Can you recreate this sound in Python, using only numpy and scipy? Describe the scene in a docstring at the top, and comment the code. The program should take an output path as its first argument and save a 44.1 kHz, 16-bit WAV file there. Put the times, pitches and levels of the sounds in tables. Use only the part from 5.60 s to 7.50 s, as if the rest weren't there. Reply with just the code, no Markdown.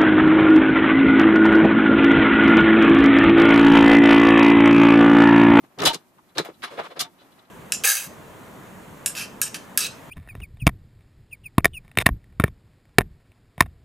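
"""Workshop bench: a spring punch snaps onto a sheet-metal panel, tools are set down, a steel rule is laid on.
Panel and bench contacts are clusters of tiny impacts, swelling and dying, that ring modes or broad resonances.
Small steel parts ping and tick from noise bursts; a few panel modes ring on as plain sines.
Behind: hands and sleeves brushing the bench, quiet room hum and hiss.
Mostly filtered noise and tiny impulses, with a few plain sine rings, in stereo."""
import sys
import numpy as np
from scipy import signal
from scipy.fft import rfft, irfft
from scipy.io import wavfile
from scipy.ndimage import uniform_filter1d

SR = 44100
rng = np.random.default_rng(int(sys.argv[2]) if len(sys.argv) > 2 else 0)


def to_wav(s):
    """Save 16-bit WAV."""
    ch = np.atleast_2d(s).T  # columns
    pcm = np.round(np.clip(ch, -1, 1) * 32767)  # PCM
    wavfile.write(sys.argv[1], SR, pcm.astype(np.int16))


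def linear_from_db(decibels):
    """Turn decibels (scalar or array-like) into linear amplitude factors; 0 gives 1."""
    return 10 ** (np.asarray(decibels, float) / 20)


N = 83790

# panel clatters: [start t/s, rise/s, fall t60/s before FALL_SHARES, low modes level/dB, bright modes level/dB,
# treble crack level/dB, bright ring centre f/Hz]
CLATTERS = [(0.187, 0.014, 0.12, -33.5, -35, -46.5, 3630), (0.218, 0.0023, 0.26, -26, -38, -39.5, 4040),
            (0.233, 0.0068, 0.22, -63, -38, -43.5, 3530), (0.252, 0.0077, 0.045, -24.5, -16.5, -19, 4560),
            (0.263, 0.013, 0.11, -28.5, -17.5, -23.5, 3600),
            (0.331, 0.0074, 0.063, -38.5, -36.5, -38.5, 3770), (0.343, 0.0038, 0.07, -43, -39, -36, 4040),
            (0.75, 0.0066, 0.19, -52, -51, -58, 3320), (0.771, 0.003, 0.095, -35.5, -36, -51, 3900),
            (0.783, 0.001, 0.12, -24.5, -32.5, -32.5, 4050), (0.847, 0.0021, 0.18, -43, -49, -49, 3200),
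            (1.022, 0.02, 0.18, -35.5, -40, -48.5, 3300), (1.103, 0.018, 0.79, -54, -56, -59, 3430),
            (1.173, 0.023, 0.2, -36.5, -49, -60, 3170), (1.231, 0.014, 0.17, -52, -57, -58.5, 3300),
            (1.3, 0.021, 0.069, -50.5, -54, -65, 3240), (1.361, 0.015, 0.12, -54, -51, -61.5, 3430),
            (1.392, 0.0016, 0.079, -37.5, -30, -31, 4300), (1.4, 0.016, 0.086, -32, -30.5, -28.5, 3426),
            (1.442, 0.0088, 0.12, -47, -57.5, -72, 3600)]
# factors on the clatter t60: [low modes, bright modes, crack, crack top]
FALL_SHARES = [0.86, 1.03, 1.035, 0.54]
# panel modes before each contact's chance: [f/Hz, relative level/dB]
PANEL_LOW_MODES = [(729, 0.5), (901, -7), (1044, 1.5), (1190, 8), (1320, -5.5), (1851, -6.5), (2190, -20.5),
                   (2463, -2)]
PANEL_BRIGHT_MODES = [(2900, -3), (3320, 0), (3500, -1), (3634, 0), (3892, -1), (4225, 0), (4640, -3),
                      (5270, -6), (5800, -8)]
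# treble crack spectrum: [f/Hz, relative density/dB per Hz]
CRACK_SPECTRUM = [(2940, -13), (5000, -3.5), (5470, -6.5), (7690, -7.5), (12200, -11), (14800, -18.5),
                  (15300, -33), (15500, -65)]
# rule shifting on the panel: [start t/s, rise/s, fall t60/s, level/dB]
RULE_SHIFTS = [(.685, 0.0094, 0.089, -66), (0.934, .015, 0.06, -62.5), (1.579, 0.034, 0.12, -59),
               (1.716, 0.0067, 0.087, -62), (1.788, 0.0059, 0.056, -57), (1.845, 0.0087, 0.066, -64.5)]
# rule modes: [f/Hz, relative level/dB]
RULE_MODES = [(3000, -6), (3450, 0), (3930, -2)]
# clear rings of single modes: [start t/s, rise/s, hold/s, fall t60/s, peak level/dB, f/Hz]
MODE_RINGS = [(.277, .01, .032, .04, -25.5, 915), (1.398, .012, .006, .09, -29.5, 3634),
              (1.41, .01, .035, .06, -47, 721), (1.45, .01, .025, .05, -50, 900)]


def panel():
    """Impact clusters ring low and bright sheet modes and crack in the treble; the rule rings its own modes."""
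    low_t60_s, bright_t60_s, rule_t60_s = 0.03, 0.03, 0.035
    crack_top_hz, bright_q = 9500, 1.3
    low_share, bright_share, *crack_shares = FALL_SHARES
    # broad noise between the modes
    low_wash = linear_from_db(2) * unit(band(1573, 0.67) ** 3)
    bright_wash = linear_from_db(3) * unit(band(3450, 1.4) ** 3)
    low_drive, bright_drive = rattle(), rattle()

    out = 0
    for start, rise, t60, low_db, bright_db, _, hz in CLATTERS:
        low = modes(touched(PANEL_LOW_MODES), low_t60_s) + low_wash
        bright = modes(touched(PANEL_BRIGHT_MODES), bright_t60_s) + bright_wash
        bright = bright * band(hz, bright_q)
        out = out + strike(low, low_drive, swell(start, rise, t60 * low_share, low_db))
        out = out + strike(bright, bright_drive, swell(start, rise, t60 * bright_share, bright_db))

    crack = unit(linear_from_db(curve([(2500, -44)] + list(CRACK_SPECTRUM))))
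    top = 1 / (1 + (crack_top_hz / hz_axis()) ** 4)
    for body, share in zip([crack * (1 - top), crack * top], crack_shares):
        env = sum(swell(start, rise, t60 * share, crack_db)
                  for start, rise, t60, _, _, crack_db, _ in CLATTERS)
        out = out + body * rfft(low_drive * env)

    rule_body = unit(modes(RULE_MODES, rule_t60_s) + 0.5 * bright_wash)
    rule_env = sum(swell(*row) for row in RULE_SHIFTS)
    out = out + rule_body * rfft(rng.standard_normal((2, N)) * rule_env)

    t = np.arange(N) / SR
    rings = sum(swell(start, rise, t60, db, hold) * np.sin(2 * np.pi * hz * t)
                for start, rise, hold, t60, db, hz in MODE_RINGS)
    return out + rfft(rings) * np.array([[1], [0]])  # direct sound only


# knocks: [start t/s, rise/s, fall t60/s, level/dB, pitch f/Hz, table thud re pitch resonance level/dB]
KNOCKS = [(0.026, 0.022, 0.096, -55, 950, -10), (0.175, 0.046, 0.16, -26.5, 331, 0),
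          (0.222, 0.042, 0.098, -26, 380, -9), (0.258, 0.01, 0.14, -19, 690, -18),
          (0.261, 0.0058, 0.23, -31.5, 380, -5.5), (0.332, 0.02, 0.06, -35.5, 405, -1.5),
          (0.754, 0.0474, 0.045, -30.5, 406, -1.5), (0.778, 0.0054, 0.13, -26, 441.4, -11),
          (0.837, 0.03, 0.11, -39, 600, -5.5), (.884, 0.015, 0.069, -40.5, 447, -7.5),
          (1.029, 0.016, 0.067, -30, 1380, -30), (1.034, 0.0017, 0.15, -39, 382, -28),
          (1.06, 0.022, 0.33, -45.5, 976, -15.5), (1.103, 0.017, 0.53, -40, 482, -7.5),
          (1.172, 0.018, 0.078, -33, 550, -5), (1.189, 0.01, 0.076, -27, 676, -9.5),
          (1.234, 0.036, 0.037, -40.5, 990, -36), (1.237, 0.014, 0.11, -42, 526, -41),
          (1.3, 0.02, 0.09, -42.5, 570, -31), (1.356, 0.016, 0.2, -38, 600, -10),
          (1.401, 0.018, 0.17, -63, 1174, -11.5), (1.399, 0.012, 0.25, -42.5, 334, -5)]
# bench thump under the snap: [start t/s, rise/s, fall t60/s, level/dB, f/Hz]
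THUMP = (.25, .02, .13, -41, 45)


def bench():
    """Each knock rings a broad wooden resonance at its pitch, an overtone and the table's thud."""
    thud_hz, overtone_ratio, overtone_db = 168, 1.817, -13.5
    drive, out = rattle(), 0
    for start, rise, t60, db, hz, thud_db in KNOCKS:
        wood = band(hz, 1.234) ** 2
        overtone = linear_from_db(overtone_db) * band(overtone_ratio * hz, 0.7) ** 3
        thud = linear_from_db(thud_db) * band(thud_hz, 2.6) ** 2
        out = out + strike(wood + overtone + thud, drive, swell(start, rise, t60, db, power=0.71))
    *thump_env, thump_hz = THUMP
    return out + strike(band(thump_hz, 0.58) ** 2, drive, swell(*thump_env))


# pings of small steel parts: [start t/s, level/dB, f/Hz]
PINGS = [(.036, -48, 302), (.582, -51.5, 970), (.781, -27, 3990), (0.846, -52.5, 14000), (.849, -59, 9000),
         (1.034, -43.5, 10540)]
# single sharp contacts: [start t/s, level/dB, centre f/Hz]
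TICKS = [(0.187, -36, 4270), (0.2032, -27, 4070), (0.2194, -25.5, 4500), (0.2335, -16.5, 830),
         (0.238, -29, 5960), (0.255, -22.5, 4260), (.331, -40.5, 8000), (0.345, -26.5, 4490),
         (.782, -17, 4450), (0.7931, -27, 3070), (0.888, -27, 458), (1.021, -39.5, 2500),
         (1.037, -27, 1560), (1.2, -33, 910), (1.395, -26, 4870), (1.409, -19, 4350)]


def punch():
    """Noise bursts ring narrow modes as pings of small steel parts, broad bands as sharp contact ticks."""
    ping_t60_s, ping_rise_s, ping_drive_t60_s = 0.012, 0.0033, 0.098
    tick_t60_s, tick_q = 0.014, 1.0
    drive, out = rng.standard_normal((2, N)), 0
    for start, db, hz in PINGS:
        out = out + strike(modes([(hz, 0)], ping_t60_s), drive, swell(start, ping_rise_s, ping_drive_t60_s, db))
    for start, db, hz in TICKS:
        out = out + strike(band(hz, tick_q) ** 3, drive, swell(start, 0, tick_t60_s, db))
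    return out


# hands and sleeves on the bench, before the random wander: [t/s, level/dB]
RUSTLE_LEVEL = [(0, -68), (.15, -63.5), (0.452, -67), (.95, -62.5), (1.501, -68), (1.601, -58.5),
                (1.799, -60), (1.9, -66)]


def rustle():
    """Brushing: noise through one broad low-mid resonance, its level wandering unevenly."""
    db = np.interp(np.arange(N) / SR, *np.array(RUSTLE_LEVEL).T) + 3 * walk(size=900)
    return unit(band(600, 0.46) ** 2) * rfft(rng.standard_normal((2, N)) * linear_from_db(db))


# hiss spectrum: [f/Hz, relative density/dB per Hz]
HISS_SPECTRUM = [(15, -54), (25, -23.5), (164, -4), (378, -5.5), (410, -23), (598, -17), (1270, -20.5),
                 (1490, -33.5), (1850, -24.5), (2230, -27), (5280, -30), (12500, -28), (14300, -26),
                 (15500, -66)]
# hiss width: [f/Hz, side re mid level/dB]
HISS_SIDE = [(60, -4), (380, -8), (700, -9.5), (1290, 1.5), (2380, 0), (4400, -1.5), (8120, -2.5),
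             (15000, -0.5)]


def hiss():
    """Room hum and microphone hiss: shaped mid and side noise, swelling a little together; left and right."""
    level_db = -62.5
    noise = rng.standard_normal((2, N)) * linear_from_db(2.0 * walk(size=1400))
    mid, side = linear_from_db(level_db) * unit(linear_from_db(curve(HISS_SPECTRUM))) * rfft(noise)
    side = side * linear_from_db(curve(HISS_SIDE))
    return np.array([mid + side, mid - side])


def rattle():
    """Two unrelated streams of tiny uneven impacts over smooth rubbing noise, about rms 1."""
    impacts_per_s, scatter_db, smooth_share = 3000, 3, 0.58
    hit = rng.random((2, N)) < impacts_per_s / SR
    hit = hit * linear_from_db(scatter_db * rng.exponential(size=(2, N)))
    hit = hit * rng.choice([-1, 1], (2, N))
    rubbing = rng.standard_normal((2, N))
    return np.sqrt(1 - smooth_share) * hit / hit.std() + np.sqrt(smooth_share) * rubbing


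def strike(body, drive, env):
    """One event through its body, carrying just the energy of its envelope."""
    out = body * rfft(drive * env)
    energy = np.sum(np.abs(out) ** 2, axis=1, keepdims=True)
    return out * np.sqrt(np.sum(env ** 2) * N / 2 / energy)


def touched(table):
    """Modes as one contact point finds them: levels and pitches shifted by chance."""
    level_sd_db, detune_sd = 3, 0.025
    chance = rng.standard_normal((len(table), 2))
    return [(hz * (1 + detune_sd * a), db + level_sd_db * b) for (hz, db), (a, b) in zip(table, chance)]


def modes(table, t60_s):
    """Sum of ringing modes of alternating sign, steepened outside their range."""
    ring = 0
    for k, (hz, db) in enumerate(table):
        q = np.pi * hz * t60_s / np.log(1000)
        ring = ring + (-1) ** k * linear_from_db(db) * band(hz, q)
    centre_hz = np.sqrt(table[0][0] * table[-1][0])
    return unit(ring * band(centre_hz, 0.34) ** 2)


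def swell(start, rise, t60, db, hold=0, power=0.5):
    """Quick power-law rise, hold, exponential fall."""
    t = np.arange(N) / SR - start
    rise = max(rise, 1 / SR)
    fall_db = 60 * np.clip(t - rise - hold, 0, None) / t60
    return linear_from_db(db - fall_db) * np.clip(t / rise, 0, 1) ** power


def walk(size):
    """Slow chance: random levels held and slewed over size samples."""
    held = np.repeat(rng.standard_normal(N // size + 1), size)
    return uniform_filter1d(held, size=size)[:N]


def hz_axis():
    """Bin frequencies of a whole-length transform, floored at 1 Hz."""
    return np.maximum(np.arange(N // 2 + 1) * SR / N, 1)


def curve(table):
    """(Hz, value) points joined on a log-frequency axis."""
    hz, value = np.array(table).T
    return np.interp(np.log(hz_axis()), np.log(hz), value)


def band(hz, q):
    """Two-pole resonance, gain 1 at its centre."""
    r = hz_axis() / hz
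    return 1 / (1 + 1j * q * (r - 1 / r))


def unit(h):
    """Response scaled so that white noise of rms 1 comes out at rms 1."""
    return h / np.sqrt(np.mean(np.abs(h) ** 2))


# port phase: [f/Hz, left lead/rad]
PORT_PHASE = [(200, 0), (500, -.6), (1460, -1.1), (2410, -.3), (6800, .3), (8100, -3.2), (10100, -7),
              (12000, -10), (15500, -12)]
# port balance: [f/Hz, left re right level/dB]
PORT_BALANCE = [(60, 6), (110, -1), (380, -1), (700, 0.5), (1290, 2.5), (2380, -1), (4400, 0.5),
                (8120, 2.5), (15000, 7)]
# gain of the sound of opposite sign at the two ports: [f/Hz, level/dB]
DIFFUSE_GAIN = [(60, -14.5), (300, -14.5), (700, -6), (3000, -2.5), (12000, -1.5)]


def scene():
    """Direct sound reaches two ports with a phase and level step; diffuse sound has opposite sign at them."""
    direct, diffuse = panel() + bench() + punch() + rustle()
    diffuse = diffuse * linear_from_db(curve(DIFFUSE_GAIN))
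    port = linear_from_db(curve(PORT_BALANCE) / 2) * np.exp(0.5j * curve(PORT_PHASE))
    left_right = np.array([(direct + diffuse) * port, (direct - diffuse) / port])
    return irfft(left_right + hiss(), N)


def low_pass(x):
    """Removes everything above the highest recorded frequency."""
    return signal.sosfilt(signal.butter(12, 15950, fs=SR, output="sos"), x)


def record(dry):
    """A steep elliptic low-pass cuts the top."""
    top_hz, ripple_db, stop_db = 14700, 0.2, 25
    lowpass = signal.ellip(8, ripple_db, stop_db, top_hz, fs=SR, output="sos")
    mix = signal.sosfilt(lowpass, dry)
    return low_pass(mix)


dry = scene()
out = record(dry)
to_wav(out)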